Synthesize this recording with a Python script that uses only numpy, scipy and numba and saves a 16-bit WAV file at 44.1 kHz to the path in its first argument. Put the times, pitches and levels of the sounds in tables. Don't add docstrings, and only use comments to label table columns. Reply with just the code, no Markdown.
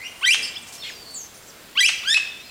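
import sys
import numpy as np
from scipy import signal
from scipy.fft import rfft, irfft
from scipy.io import wavfile
from scipy.ndimage import uniform_filter1d
from numba import njit

SR = 44100
rng = np.random.default_rng(int(sys.argv[2]) if len(sys.argv) > 2 else 0)


def store_wav(level_fs):
    pcm = np.round(np.clip(np.atleast_2d(level_fs), -1, 1) * 32767)
    wavfile.write(sys.argv[1], SR, pcm.T.astype(np.int16))


N = 110250

# time in seconds, pitch in Hz,
# 2nd harmonic in dB, then the fundamental and the 4th harmonic (before the beak's lift) in dB over it.
NEAR_CALL_1 = [(0.21, 900, -46, -8, -10), (0.218, 1052, -44, 3.5, -8), (0.227, 1110, -33, 0.5, -19),
               (0.232, 1332, -22.5, -18, -40), (0.24, 1521, -23.5, 0, -38),
               (0.253, 1597, -14.5, -12.5, -33), (0.257, 1855, -23.5, -13, -22),
               (0.262, 1922, -31.5, 13.5, -7), (0.271, 1972, -27.5, 5.5, -8), (0.28, 2000, -18, -0.5, -8.5),
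               (0.285, 2304, -32.5, 17, -15), (0.294, 2360, -28, 18, -7), (0.306, 2395, -21.5, 5, -14),
               (0.311, 2698, -21.5, 13, -8), (0.319, 2765, -24, 9.5, -12), (0.323, 2948, -22, 11.5, -9),
               (0.331, 3180, -30.5, 11.5, -12.5), (0.336, 3304, -23, 13, -13.5), (0.34, 2980, -26, 12, -18),
               (0.345, 2028, -27, 12, -16)]
NEAR_CALL_2 = [(1.752, 914, -42, -6, -15), (1.76, 1084, -40, 0.5, -11), (1.77, 1146, -30, -5.5, -17),
               (1.777, 1403, -14, -20.5, -30), (1.786, 1586, -18.5, -12, -35),
               (1.795, 1605, -15, -5.5, -18), (1.8035, 1653, -14, -24, -21), (1.8065, 1956, -21.5, 4.5, -8),
               (1.816, 1980, -16.5, 1, -8), (1.827, 2010, -29, -1, -7), (1.831, 2301, -27, 11.5, -10),
               (1.846, 2378, -23, 13, -7), (1.85, 2567, -19, 4, -21), (1.861, 2724, -18.5, 7.5, -16),
               (1.864, 2993, -14, 6, -18), (1.87, 2977, -37, 1, -16), (1.873, 3277, -30, 13.5, -20),
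               (1.881, 3256, -28.5, 10.5, -24), (1.886, 2753, -22, 8, -22), (1.891, 1820, -18, 3, -2)]
NEAR_CALL_3 = [(2.034, 1103, -32.5, -2.5, -11), (2.045, 1272, -37, -17, -15),
               (2.056, 1418, -34.5, 0.5, -12), (2.066, 1490, -34, -6.5, -19),
               (2.076, 1576, -25, -2.5, -15.5), (2.088, 1624, -20, -4.5, -13.5),
               (2.099, 1702, -23.5, 0, -13), (2.108, 1752, -18, -17, -11.5), (2.12, 1792, -18, -5, -22),
               (2.131, 1835, -22.5, -12, -7.5), (2.138, 1843, -28, 7, -9.5),
               (2.1435, 2016, -15.5, -19, -34), (2.1455, 2577, -27, 15, -12.5),
               (2.157, 2592, -30.5, 7.5, -19), (2.168, 2563, -27, 16, -20), (2.172, 2740, -25, 19, -14)]
FAR_CALL = [(0, 2003, -60, 18, -26), (.016, 2150, -60, 16, -21), (.02, 2320, -58, 13, -20),
            (.038, 2510, -55, 12, -28.5), (.042, 2820, -55, 13.4, -27.5), (.062, 2835, -53, 11, -35),
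            (.076, 3250, -58, 11, -25)]
# start and length in seconds, first pulse rate in Hz, level in dB.
CREAKS = [(0.345, 0.014, 1886, -17), (1.891, 0.014, 1620, -17.5), (2.173, 0.0159, 1518, -21.5)]
# centre in Hz, width in Hz, relative level in dB.
THROAT_RESONANCES = [(920, 1900, -17), (2656, 1620, -1.5), (5660, 4000, -14.5), (9000, 7000, -33)]
# start and length in seconds, first, middle and last pitch in Hz,
# level in dB, flutter in dB.
WHISTLES = [(.10, 0.088, 9400, 9440, 9100, -58, 2), (0.193, 0.081, 9130, 8720, 8500, -50.5, 1),
            (.435, .085, 7530, 7520, 7500, -47.5, 1), (.429, .027, 4950, 5150, 5300, -31, 2.5),
            (.545, 0.0175, 2110, 2470, 2994, -46, 1.5), (0.561, 0.021, 3000, 3370, 3550, -35, 2),
            (.532, 0.02, 3227, 3600, 4370, -45, 0.5), (.578, .018, 9400, 8300, 7400, -51, 1),
            (.619, .022, 9100, 8300, 6600, -48, 1), (1.972, .06, 4850, 4750, 4710, -45, 0),
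            (.78, 0.04, 5450, 5380, 5300, -45, 1.5), (.793, .022, 4150, 4300, 4400, -47, 1),
            (.815, .075, 4400, 4270, 4200, -44, 1), (.82, .04, 3850, 3350, 3290, -39, 1.5),
            (.838, 0.045, 2270, 2130, 2200, -45, 1.5), (.832, .02, 5200, 5050, 4900, -49, 1),
            (.866, .012, 2500, 3300, 3600, -45, 1), (.879, .028, 3450, 2300, 1600, -37, .5),
            (.826, .03, 4100, 3800, 3600, -49, 1), (.842, 0.018, 7600, 8000, 8250, -52, 1.5),
            (.86, 0.065, 8100, 6950, 6350, -49, 1.5), (.905, .045, 5200, 5050, 4800, -48, 1.5),
            (.95, .085, 4750, 4680, 4620, -46, 1), (1.035, 0.15, 4600, 4490, 4500, -48.5, 2),
            (1.02, .155, 4480, 4260, 4240, -49, 1.5), (.952, 0.021, 5770, 5700, 5450, -53, 1),
            (1.107, 0.009, 5200, 6300, 7700, -53, 1), (1.342, 0.018, 5000, 5900, 6450, -50, 1),
            (1.36, .018, 4500, 5500, 6900, -52, 1.5), (1.34, 0.05, 9729, 9500, 9450, -56, 2),
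            (1.432, 0.007, 7350, 5960, 4585, -50, 1), (1.472, 0.024, 7600, 6400, 5800, -53, 1),
            (1.497, .012, 6100, 5300, 4600, -50, 1), (1.463, .045, 7800, 7600, 7500, -55, 1.5),
            (2.29, .13, 3680, 3500, 3720, -49, 2), (2.416, .03, 3720, 3900, 4220, -51, 2),
            (2.442, .065, 4210, 4190, 4180, -49, 2), (2.4, 0.1, 6000, 5100, 4850, -55, 2)]
# start and fade time in seconds, centre and width in Hz, level in dB.
CHIRPS = [(.43, 0.059, 4770, 500, -32), (.42, 0.05, 8550, 2510, -38), (0.552, 0.023, 5070, 500, -37.5),
          (0.666, 0.045, 6700, 5000, -44.5), (0.721, 0.058, 6270, 6700, -39.5),
          (.83, 0.11, 3030, 2550, -37.5), (1.105, 0.029, 9000, 3960, -52)]
# delay in seconds, relative level in dB.
TREE_ECHOES = [(.004, -8), (.012, -13), (.04, -18), (.1, -22), (.16, -27.5), (.3, -40), (.7, -52)]
# frequency in Hz, relative spectral density in dB.
HUSH_SPECTRUM = [(12, -32), (20, -9.5), (237, -6.5), (415, -7.5), (1110, -10), (2050, -12.5), (4300, -13.5),
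                 (8000, -17.5), (11000, -20), (12700, -25.5), (14600, -16), (16400, -28.5)]
# pitch in Hz, level in dB.
WHINES = [(7558, -62.5), (15149, -76)]
# start and fade time in seconds, centre and width in Hz,
# level in dB.
HUSH_SWELL = [(.36, 0.16, 342, 560, -47.5)]

WAVER_SHARE = 0.0026


def undb(db):
    return 10 ** (np.asarray(db) / 20)


def walk(rate, size):
    hold = max(int(SR / rate), 1)
    steps = np.repeat(rng.standard_normal(size // hold + 1), hold)
    return 1.62 * uniform_filter1d(uniform_filter1d(steps, hold), hold)[:size]


def span(start, length):
    return max(int(start * SR), 0), np.arange(max(int(length * SR), 8)) / SR


def edges(t, fade_s):
    return np.clip(np.minimum(t, t[-1] - t) / fade_s, 0, 1)


def add(out, i, x):
    out[i:i + len(x)] += x[:N - i]


def resonate(x, hz, width):
    b, a = signal.iirpeak(hz, hz / width, SR)
    return signal.lfilter(b, a, signal.lfilter(b, a, x))


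def call(rows, beak_hz=3030, beak_width_hz=450, beak_db=8.5):
    out, rows = np.zeros(N), np.array(rows, float)
    start = rows[0, 0]
    i, t = span(start, rows[-1, 0] - start)
    hz, db, first_db, fourth_db = (np.interp(t + start, rows[:, 0], column) for column in rows.T[1:])
    phase = 2 * np.pi * np.cumsum(hz * (1 + WAVER_SHARE * walk(238.4, len(t)))) / SR
    for k in range(1, 13):
        lift_db = (k > 2) * beak_db * np.exp(-((k * hz - beak_hz) / beak_width_hz) ** 2)
        harmonic_db = first_db if k == 1 else fourth_db * ((k - 2) / 2) ** 0.83 + lift_db
        grain_db = .8 * min(k - .5, 4) * (hz / 2200) ** 2 * walk(1200, len(t))
        top_fade = np.clip((SR / 2.5 - k * hz) / 1000, 0, 1)
        gain = undb(db + harmonic_db + grain_db) * top_fade * edges(t, fade_s=.002)
        add(out, i, np.sqrt(2) * gain * np.sin(k * phase + 2 * np.pi * rng.random()))
    return out


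def creaks(end_hz=560, slowing_s=0.003, scatter_db=2.5, fade_s=0.012):
    out = np.zeros(N)
    for start, length, hz, db in CREAKS:
        i, t = span(start, length)
        cycles = np.cumsum(end_hz + (hz - end_hz) * np.exp(-t / slowing_s)) / SR
        strength = undb(scatter_db * rng.standard_normal(100))[cycles.astype(int)]
        pulses = np.diff(np.floor(cycles), prepend=-1) * strength * np.exp(-t / fade_s)
        pulses = np.r_[pulses, np.zeros(400)]
        ring = sum((-1) ** k * undb(peak_db) * resonate(pulses, centre, width)
                   for k, (centre, width, peak_db) in enumerate(THROAT_RESONANCES))
        add(out, i, ring * undb(db) / ring[:len(t)].std())
    return out


def whistles(flutter_per_s=119):
    out = np.zeros(N)
    for start, length, *pitches, db, flutter_db in WHISTLES:
        i, t = span(start, length)
        bend_hz = np.polyval(np.polyfit([0, .5, 1], pitches, 2), t / length)
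        hz = bend_hz * (1 + WAVER_SHARE * walk(flutter_per_s, len(t)))
        flutter = walk(flutter_per_s, len(t)) + 1.1 * walk(600, len(t))
        gain = undb(db + flutter_db * flutter) * edges(t, 0.04 * length)
        add(out, i, np.sqrt(2) * gain * np.sin(2 * np.pi * np.cumsum(hz) / SR))
    return out


def two_voiced_note(upper_db=-30, lower_db=-41, decay_s=.075):
    def glide(from_hz, to_hz, glide_s):
        return 2 * np.pi * np.cumsum(to_hz + (from_hz - to_hz) * np.exp(-t / glide_s)) / SR

    out = np.zeros(N)
    i, t = span(start=1.134, length=0.148)
    upper, lower = glide(8800, 6070, .04), glide(7550, 5250, .062)
    overtones = undb(-22) * t / decay_s * (np.sin(2 * upper) + np.sin(upper + lower) + np.sin(2 * lower))
    voices = undb(upper_db) * (np.sin(upper) + overtones) + undb(lower_db) * np.sin(lower)
    envelope = edges(t, fade_s=.025) * np.exp(-t / decay_s)
    grain = undb(1.3 * walk(600, len(t)))
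    add(out, i, np.sqrt(2) * voices * envelope * grain)
    return out


def rasps(rows):
    out = np.zeros(N)
    for start, fade_s, hz, width, db in rows:
        i, t = span(start, 2 * fade_s)
        grainy_noise = rng.standard_normal(len(t)) * undb(walk(460, len(t)))
        burst = resonate(grainy_noise, hz, width)
        envelope = edges(t, 0.073 * fade_s) * np.exp(-(t / fade_s) ** 3)
        add(out, i, burst / burst.std() * undb(db) * envelope)
    return out


def air(x, from_hz=9500, db_per_khz=-3):
    hz = np.arange(N // 2 + 1) * SR / N
    return irfft(rfft(x) * undb(db_per_khz * np.maximum(hz - from_hz, 0) / 1000), N)


def trees(x, low_cut_hz=1080, treble_hz=5000, treble_db=8):
    delays, levels_db = np.array(TREE_ECHOES).T
    t = np.arange(int(delays[-1] * SR)) / SR
    envelope = undb(np.interp(t, delays, levels_db)) * (t > delays[0])
    echo = rng.standard_normal(len(t)) * envelope / np.sqrt(SR / 100)
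    echo = signal.sosfilt(signal.butter(2, low_cut_hz, "high", fs=SR, output="sos"), echo)
    body = signal.sosfilt(signal.butter(1, treble_hz, fs=SR, output="sos"), echo)
    treble = (echo - body) * undb(treble_db - 60 * t / 0.47)
    shimmer = undb(.8 * walk(600, N))
    return signal.fftconvolve(x, body + treble)[:N] * shimmer


def hush(level_db=-45.5, flicker_db=.8):
    hz = np.maximum(np.arange(N // 2 + 1) * SR / N, 1)
    points_hz, points_db = np.array(HUSH_SPECTRUM).T
    spectrum = rfft(rng.standard_normal(N)) * undb(np.interp(np.log(hz), np.log(points_hz), points_db))
    octave = np.clip(np.log2(hz / 20).astype(int), 0, 9)
    noise = sum(irfft(spectrum * (octave == k), N) * undb(flicker_db * walk(5.95, N)) for k in range(10))
    return noise / noise.std() * undb(level_db)


def whines(flicker_db=2):
    t = np.arange(N) / SR
    return sum(np.sqrt(2) * undb(db + flicker_db * walk(24.2, N)) * np.sin(2 * np.pi * hz * t)
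               for hz, db in WHINES)


def scene():
    near = air(call(NEAR_CALL_1) + call(NEAR_CALL_2) + call(NEAR_CALL_3) + creaks())
    far = call(FAR_CALL)
    small_birds = whistles() + two_voiced_note() + rasps(CHIRPS)
    echoes = trees(near + undb(13.5) * far + undb(-3) * small_birds)
    background = hush() + whines() + rasps(HUSH_SWELL)
    return (near + far + small_birds + echoes + background)[None]


@njit
def follow_level(x, attack_s, release_s):
    level, levels = 0., np.empty(len(x))
    for i in range(len(x)):
        lag_s = attack_s if abs(x[i]) > level else release_s
        level += (abs(x[i]) - level) / (lag_s * SR)
        levels[i] = level
    return levels


def record(dry):
    threshold, ratio, top_hz = undb(-17), 3.13, 16500
    level = follow_level(dry[0], attack_s=0.012, release_s=0.038)
    gain = (threshold / np.maximum(level, threshold)) ** (1 - 1 / ratio)
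    return signal.sosfilt(signal.ellip(10, .2, 70, top_hz, fs=SR, output="sos"), dry * gain)


dry = scene()
out = record(dry)
store_wav(out)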